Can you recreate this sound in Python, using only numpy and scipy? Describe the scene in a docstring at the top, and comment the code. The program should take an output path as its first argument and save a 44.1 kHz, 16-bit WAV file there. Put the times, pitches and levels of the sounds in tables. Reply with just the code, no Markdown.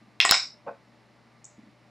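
"""Faint dull thuds come first. A plastic screw cap then drops on a stone counter in a living room and rattles
to rest: each bounce excites its damped modes. Next a small glass is dragged, its uneven slips ringing glass
and counter; later the glass ticks in a few high modes, and more dull thuds of two low modes follow.
Wall echoes and a noise tail reverberate all but the thuds. Room hiss with narrow wavering bands, mains hum
and a thin electronic whine, both sums of sines, last throughout."""
import sys
import numpy as np
from scipy import signal
from scipy.io import wavfile

SR = 44100
rng = np.random.default_rng(int(sys.argv[2]) if len(sys.argv) > 2 else 0)


def bounce(signal):
    """Save signal as a 16-bit WAV file at the path given by the first command-line argument."""
    frames = np.transpose(np.atleast_2d(signal))
    limited = np.clip(frames, -1, 1)
    pcm = np.round(limited * 32767).astype(np.int16)
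    wavfile.write(sys.argv[1], SR, pcm)


N = 83790

# Every decay time T60 of a struck body is that of one pass of its resonator, which is passed twice.
# Bounces of the cap: t/s, level/dB, then six relative ring levels/dB, one at each BOUNCE_RING_HZ
CAP_BOUNCES = [(0.2022, -7, -22, 0, 5.5, -3, -40.5, -8.5), (0.2131, -13, -11.5, 1.5, -3.5, -3, -18, -11),
               (0.2254, -27, 0.5, 3, -2.5, 6.5, -21.5, -17.5), (0.2369, -24, -14, -2, -7.5, -9.5, 2, -8.5),
               (.2485, -18, -5, -2, -10, -6, -4, -4), (0.2511, -4, -3, 2, -43, -5.5, 0, -4.5),
               (.2930, -11, -7, -4, -3, -1, -10, -12), (.3108, -3.5, -15.5, -5.5, 4, -1, 8.5, -7.5),
               (0.3219, -11.5, -1.5, 3, -1.5, -10.5, -8.5, -7),
               (0.3419, -3, -12, -8, -8.5, -14, -0.5, -15.5)]
# Frequencies at which the ring of a bounce is given: f/Hz
BOUNCE_RING_HZ = [900, 1800, 3300, 5100, 7500, 11000]
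# Modes of the cap: f/Hz, relative level/dB
CAP_MODES = [(450, -27), (780, -12.5), (1050, -8.5), (1420, -7.5), (1800, -6), (2180, -5), (2620, -6),
             (3270, -7), (3900, -5.5), (4500, -6), (5150, -5.5), (7000, -21), (7700, -19), (9000, -29.5),
             (10500, -36.5), (12200, -36)]
# Decay of the cap modes: f/Hz, T60/s
CAP_DECAY = [(450, .01), (1000, .006), (2000, .0036), (4500, .003), (5150, .004), (12000, .003)]
CAP_BODY_TOP_HZ = 6000  # divides body modes from rim modes, and low-passes the body

# Course of the drag: t/s, relative level of low modes/dB, relative level of high modes/dB
DRAG_COURSE = [(0.655, -53, -82), (0.661, -42, -47), (0.677, -29, -28.5), (0.689, -29, -29.5),
               (0.695, -52, -45.5), (0.725, -41.5, -66), (0.745, -79, -80), (0.75, -59, -77)]
# Modes of dragged glass and counter: f/Hz, relative level/dB
DRAG_MODES = [(225, -14.5), (500, 0), (550, 5.5), (655, -2), (860, 0), (1050, -0.5), (1250, -6.5),
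              (1500, -6), (2000, -47), (2500, -17.5)]
# Decay of those modes: f/Hz, T60/s
DRAG_DECAY = [(225, .04), (500, .03), (2500, .01)]
DRAG_SLIPS_PER_S, DRAG_SPLIT_HZ = 1000, 750  # mean slip rate; border of low and high modes

# Ticks of the glass: t/s, level/dB
GLASS_TICKS = [(1.4438, -31), (1.4478, -42), (1.4512, -34), (1.4531, -32), (1.4600, -56)]
# Main modes of the glass: f/Hz, relative level/dB
GLASS_MODES = [(5600, -17), (6200, -7.5), (6800, -3), (7400, -7.5), (8000, -46)]
# A faint high mode of the glass: f/Hz, relative level/dB
GLASS_TOP_MODE = [(12500, -38)]
# Band that passes the main modes of the glass: lower f/Hz, upper f/Hz
GLASS_PASS_HZ = [5300, 8500]
# Dull thuds: t/s, level/dB
DULL_THUDS = [(.015, -52), (.073, -48), (.160, -54), (1.582, -43), (1.627, -48), (1.664, -46), (1.679, -47)]
# Modes of a thud: f/Hz, relative level/dB
THUD_MODES = [(218, -9.5), (295, -11)]
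GLASS_T60_S, THUD_T60_S = .0025, .05

# Echoes of the near walls: delay/s, level/dB
WALL_ECHOES = [(.0075, -9.5), (.0090, -12), (.018, -18), (.024, -18), (0.029, -18)]
# Decay of the reverberation before its extra bend: f/Hz, T60/s
ROOM_DECAY = [(250, 0.27), (600, 0.23), (1200, 0.38), (2500, .33), (3500, 0.32), (5000, 0.73), (7500, 0.24),
              (12000, 0.83)]
# Initial spectrum of the reverberation: f/Hz, relative level/dB
ROOM_SPECTRUM = [(250, 4.5), (600, 1.5), (1200, -3.5), (2500, 6.34), (3500, 0.5), (5000, 3.7), (7500, 8.5),
                 (12000, -9)]
# Side against mid in the reverberation: f/Hz, level/dB
ROOM_SIDE_LEVEL = [(60, -12.5), (110, -4.5), (200, -25), (380, -6.5), (700, -16.5), (1290, -22.5),
                   (2380, -29.5), (4400, -20.5), (8120, -22.5), (15000, -5)]
ROOM_DB, ROOM_RISE_S, ECHO_SMEAR_S = -34.5, .004, .0005
ROOM_BEND_DB_PER_S2 = 348.5  # the tail falls ever faster
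DRAG_ROOM_DB, TICK_ROOM_DB = -3.5, -6.5  # sends to the room, against that of the cap

# Spectral density of the room hiss: f/Hz, relative level per Hz/dB
HISS_SPECTRUM = [(45, -38.5), (70, -23), (100, -23.5), (140, -9), (220, -3.5), (300, -16.5), (500, -14),
                 (700, -10), (1000, -12.5), (1500, -17.5), (2100, -14.5), (2600, -21), (3200, -25.5),
                 (4500, -21.5), (6000, -33), (8000, -37), (12500, -46.5)]
# Side against mid in the hiss: f/Hz, level/dB
HISS_SIDE_LEVEL = [(60, -6.5), (110, -12), (200, -10.5), (380, -12), (700, -25), (1290, -24), (2380, -29),
                   (4400, -22), (8120, -20), (15000, -18)]
# Balance of the hiss: f/Hz, left minus right/dB
HISS_LEFT_RIGHT = [(60, 3.0), (110, 22), (200, 0.5), (380, 10.5), (700, 4.0), (1290, 2.5), (2380, -5),
                   (4400, 1), (8120, 0.5), (15000, -5)]
# Wavering narrow bands in the hiss: f/Hz, width/Hz, rms level/dB
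NARROW_BANDS = [(235, 14, -69.5), (313.6, 14, -72), (410, 14, -78.5), (594, 9.6, -73.5), (1180, 6.9, -75.5)]
# Lines of the mains hum: f/Hz, rms level/dB
HUM_LINES = [(56, -95), (64, -83.5), (120, -65.5)]
# Harmonics of the electronic whine: multiple of WHINE_HZ, rms level/dB
WHINE_HARMONICS = [(2, -81.5), (3, -87.5), (5, -86.5), (7, -96.5), (9, -97.5), (10, -106), (11, -100.5),
                   (12, -94)]
HISS_DB, WHINE_HZ = -61, 1000  # hiss rms level; whine fundamental
EDGES_HZ = 45 * 2 ** np.arange(0, 8.6, 1 / 3)  # third-octave band edges

# Span searched for the converter overflow: start t/s, stop t/s
OVERFLOW_SPAN_S = (.3110, .3120)
OVERFLOW_LEVEL = .9  # sample value before the last filter
SOUND_STOP_HZ, FINAL_STOP_HZ = 12900, 17300  # stopband edges, before and after the overflow


def amp(db):
    """Decibels express an amplitude ratio on a logarithmic scale, 20 dB a decade."""
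    return 10 ** (np.asarray(db) / 20)


def at_hz(points, hz):
    """A spectrum given at points is interpolated linearly over log frequency."""
    points = np.array(points)
    return np.interp(np.log(hz), np.log(points[:, 0]), points[:, 1])


def clicks_at(s, gains):
    """An ideal blow is an impulse: one sample carries its whole strength."""
    out = np.zeros(N)
    np.add.at(out, (np.asarray(s) * SR).astype(int), gains)
    return out


def ring(clicks, hz, t60):
    """Damped resonance: passed twice, a unit click swells to a sine of height about 1 and dies."""
    radius = amp(-60 / (t60 * SR))
    angle = 2 * np.pi * hz / SR
    resonator = [.5, 0.031, -.5, 1, -2 * radius * np.cos(angle), radius * radius]
    height = 2 * np.e * (1 - radius)
    return height * signal.sosfilt([resonator, resonator], clicks + 1e-18)  # offset avoids denormals


def strike(s, db, modes, t60, scatter_db):
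    """Modal superposition: every blow rings every mode, at levels scattered by chance."""
    db = db + scatter_db * rng.standard_normal((len(s), len(modes)))
    t60 = t60 + np.zeros(len(modes))
    out = 0
    for k, (hz, level_db) in enumerate(modes):
        clicks = clicks_at(s, amp(db[:, k] + level_db))
        out = out + ring(clicks, hz, t60[k])
    return out


def blows(rows, modes, t60):
    """Impulsive excitation of a single body: each blow has one level for all its modes."""
    s, db = np.transpose(rows)
    return strike(s, db[:, None], modes, t60, scatter_db=2)


def cap():
    """Position-dependent excitation: landing on another edge, each bounce favours other modes."""
    rows, modes = np.array(CAP_BOUNCES), np.array(CAP_MODES)
    mode_hz = modes[:, 0]
    db = np.array([row[1] + at_hz(list(zip(BOUNCE_RING_HZ, row[2:])), mode_hz) for row in rows])
    low = mode_hz < CAP_BODY_TOP_HZ

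    def part(chosen):
        """Modes superpose linearly, so a subset may be sounded alone."""
        t60 = at_hz(CAP_DECAY, mode_hz[chosen])
        return strike(rows[:, 0], db[:, chosen], modes[chosen], t60, scatter_db=6)

    body, rim = part(low), part(~low)
    # the body radiates little above its modes
    body_filter = signal.butter(4, CAP_BODY_TOP_HZ, fs=SR, output="sos")
    return signal.sosfilt(body_filter, body) + rim


def drag():
    """Frictional excitation: dense, uneven random slips ring the modes of glass and counter."""
    s, low_db, high_db = np.transpose(DRAG_COURSE)
    slip_now = rng.random(N) < DRAG_SLIPS_PER_S / SR
    slips = slip_now * rng.standard_normal(N) * np.sqrt(SR / DRAG_SLIPS_PER_S)  # unit mean power
    t = np.arange(N) / SR
    # silent (-150 dB) outside the course; -30.5 dB sets the overall level
    low = slips * amp(np.interp(t, s, low_db, -150, -150) - 30.5)
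    high = slips * amp(np.interp(t, s, high_db, -150, -150) - 30.5)
    out = 0
    for hz, level_db in DRAG_MODES:
        force = low if hz < DRAG_SPLIT_HZ else high
        out = out + amp(level_db) * ring(force, hz, at_hz(DRAG_DECAY, hz))
    return out


def glass_ticks():
    """Modal ringing of a small stiff body: short high modes, the main group band-limited."""
    band_filter = signal.butter(4, GLASS_PASS_HZ, "band", fs=SR, output="sos")
    main = signal.sosfilt(band_filter, blows(GLASS_TICKS, GLASS_MODES, GLASS_T60_S))
    return main + blows(GLASS_TICKS, GLASS_TOP_MODE, GLASS_T60_S)


def thuds():
    """Low modal ringing: each blow excites two low, damped modes."""
    return blows(DULL_THUDS, THUD_MODES, THUD_T60_S)


def bands(size, side_db):
    """Mid-side synthesis: yields centre and stereo noise of each third octave, equal mid power per Hz."""
    white = rng.standard_normal((2, 2, size))
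    for k, (low, high) in enumerate(zip(EDGES_HZ, EDGES_HZ[1:])):
        band_filter = signal.butter(2, [low, high], "band", fs=SR, output="sos")
        mid, side = signal.sosfilt(band_filter, white[k % 2])  # neighbours use independent noise
        hz = np.sqrt(low * high)
        yield hz, mid + amp(at_hz(side_db, hz)) * side * [[1], [-1]]


def room(x):
    """Convolution with an impulse response: smeared wall echoes and a tail decaying band by band."""
    t = np.arange(SR // 2) / SR
    tail = 0
    for hz, band in bands(len(t), ROOM_SIDE_LEVEL):
        decay_db = at_hz(ROOM_SPECTRUM, hz) - 60 * t / at_hz(ROOM_DECAY, hz)
        tail = tail + amp(decay_db) * band
    rise = 1 - np.exp(-t / ROOM_RISE_S)
    response = amp(ROOM_DB) * tail * rise * amp(-ROOM_BEND_DB_PER_S2 * t ** 2)
    smear = sum(amp(db) * np.exp(-((t - delay_s) / ECHO_SMEAR_S) ** 2) for delay_s, db in WALL_ECHOES)
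    response += smear * rng.standard_normal(len(t)) / np.sqrt(ECHO_SMEAR_S * SR)
    return signal.fftconvolve(x[None], response, axes=1)[:, :N]


def room_hiss():
    """Stationary noise: third-octave bands are weighted by a spectrum and a stereo balance."""
    hiss = 0
    for hz, band in bands(N, HISS_SIDE_LEVEL):
        balance_db = at_hz(HISS_LEFT_RIGHT, hz) * np.array([[.5], [-.5]])
        hiss = hiss + amp(at_hz(HISS_SPECTRUM, hz) + balance_db) * band
    return amp(HISS_DB) * hiss / hiss.std()


def narrow_bands():
    """Narrow-band noise: white noise through a sharp resonance wavers like an unsteady tone."""
    out = 0
    for hz, width_hz, db in NARROW_BANDS:
        radius = np.exp(-np.pi * width_hz / SR)
        poles = [1, -2 * radius * np.cos(2 * np.pi * hz / SR), radius * radius]
        band = signal.lfilter([1, 0, -1], poles, rng.standard_normal(2 * N))[N:]  # skip the build-up
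        out = out + amp(db) * band / band.std()
    return out


def steady_tones(lines):
    """Fourier synthesis: steady sines of random phase, each with peak root two times its rms."""
    t = np.arange(N) / SR
    return sum(np.sqrt(2) * amp(db) * np.sin(2 * np.pi * (hz * t + rng.random())) for hz, db in lines)


def mains_hum():
    """Line spectrum of mains hum: a few steady low sines."""
    return steady_tones(HUM_LINES)


def electronic_whine():
    """Harmonic spectrum: steady sines at whole multiples of one fundamental."""
    return steady_tones([(WHINE_HZ * k, db) for k, db in WHINE_HARMONICS])


def scene():
    """Linear superposition of direct sound, reverberation and background."""
    bounces, dragged, ticks = cap(), drag(), glass_ticks()
    wet = room(bounces + amp(DRAG_ROOM_DB) * dragged + amp(TICK_ROOM_DB) * ticks)
    background = room_hiss() + narrow_bands() + mains_hum() + electronic_whine()
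    return bounces + dragged + ticks + wet + thuds() + background


def record(dry):
    """Band limiting and overflow: all but the snap of a bounce's wrapped trough lacks top treble."""
    treble_filter = signal.cheby2(10, 40, SOUND_STOP_HZ, fs=SR, output="sos")  # a steep low-pass
    x = signal.sosfilt(treble_filter, dry)
    start, stop = (np.array(OVERFLOW_SPAN_S) * SR).astype(int)
    # lowest sum of two neighbouring samples on the left; both channels wrap high there
    trough = start + np.argmin(x[0, start:stop] + x[0, start + 1:stop + 1])
    x[:, trough:trough + 2] = OVERFLOW_LEVEL
    final_filter = signal.cheby2(12, 70, FINAL_STOP_HZ, fs=SR, output="sos")
    return signal.sosfilt(final_filter, x)


dry = scene()
out = record(dry)
bounce(out)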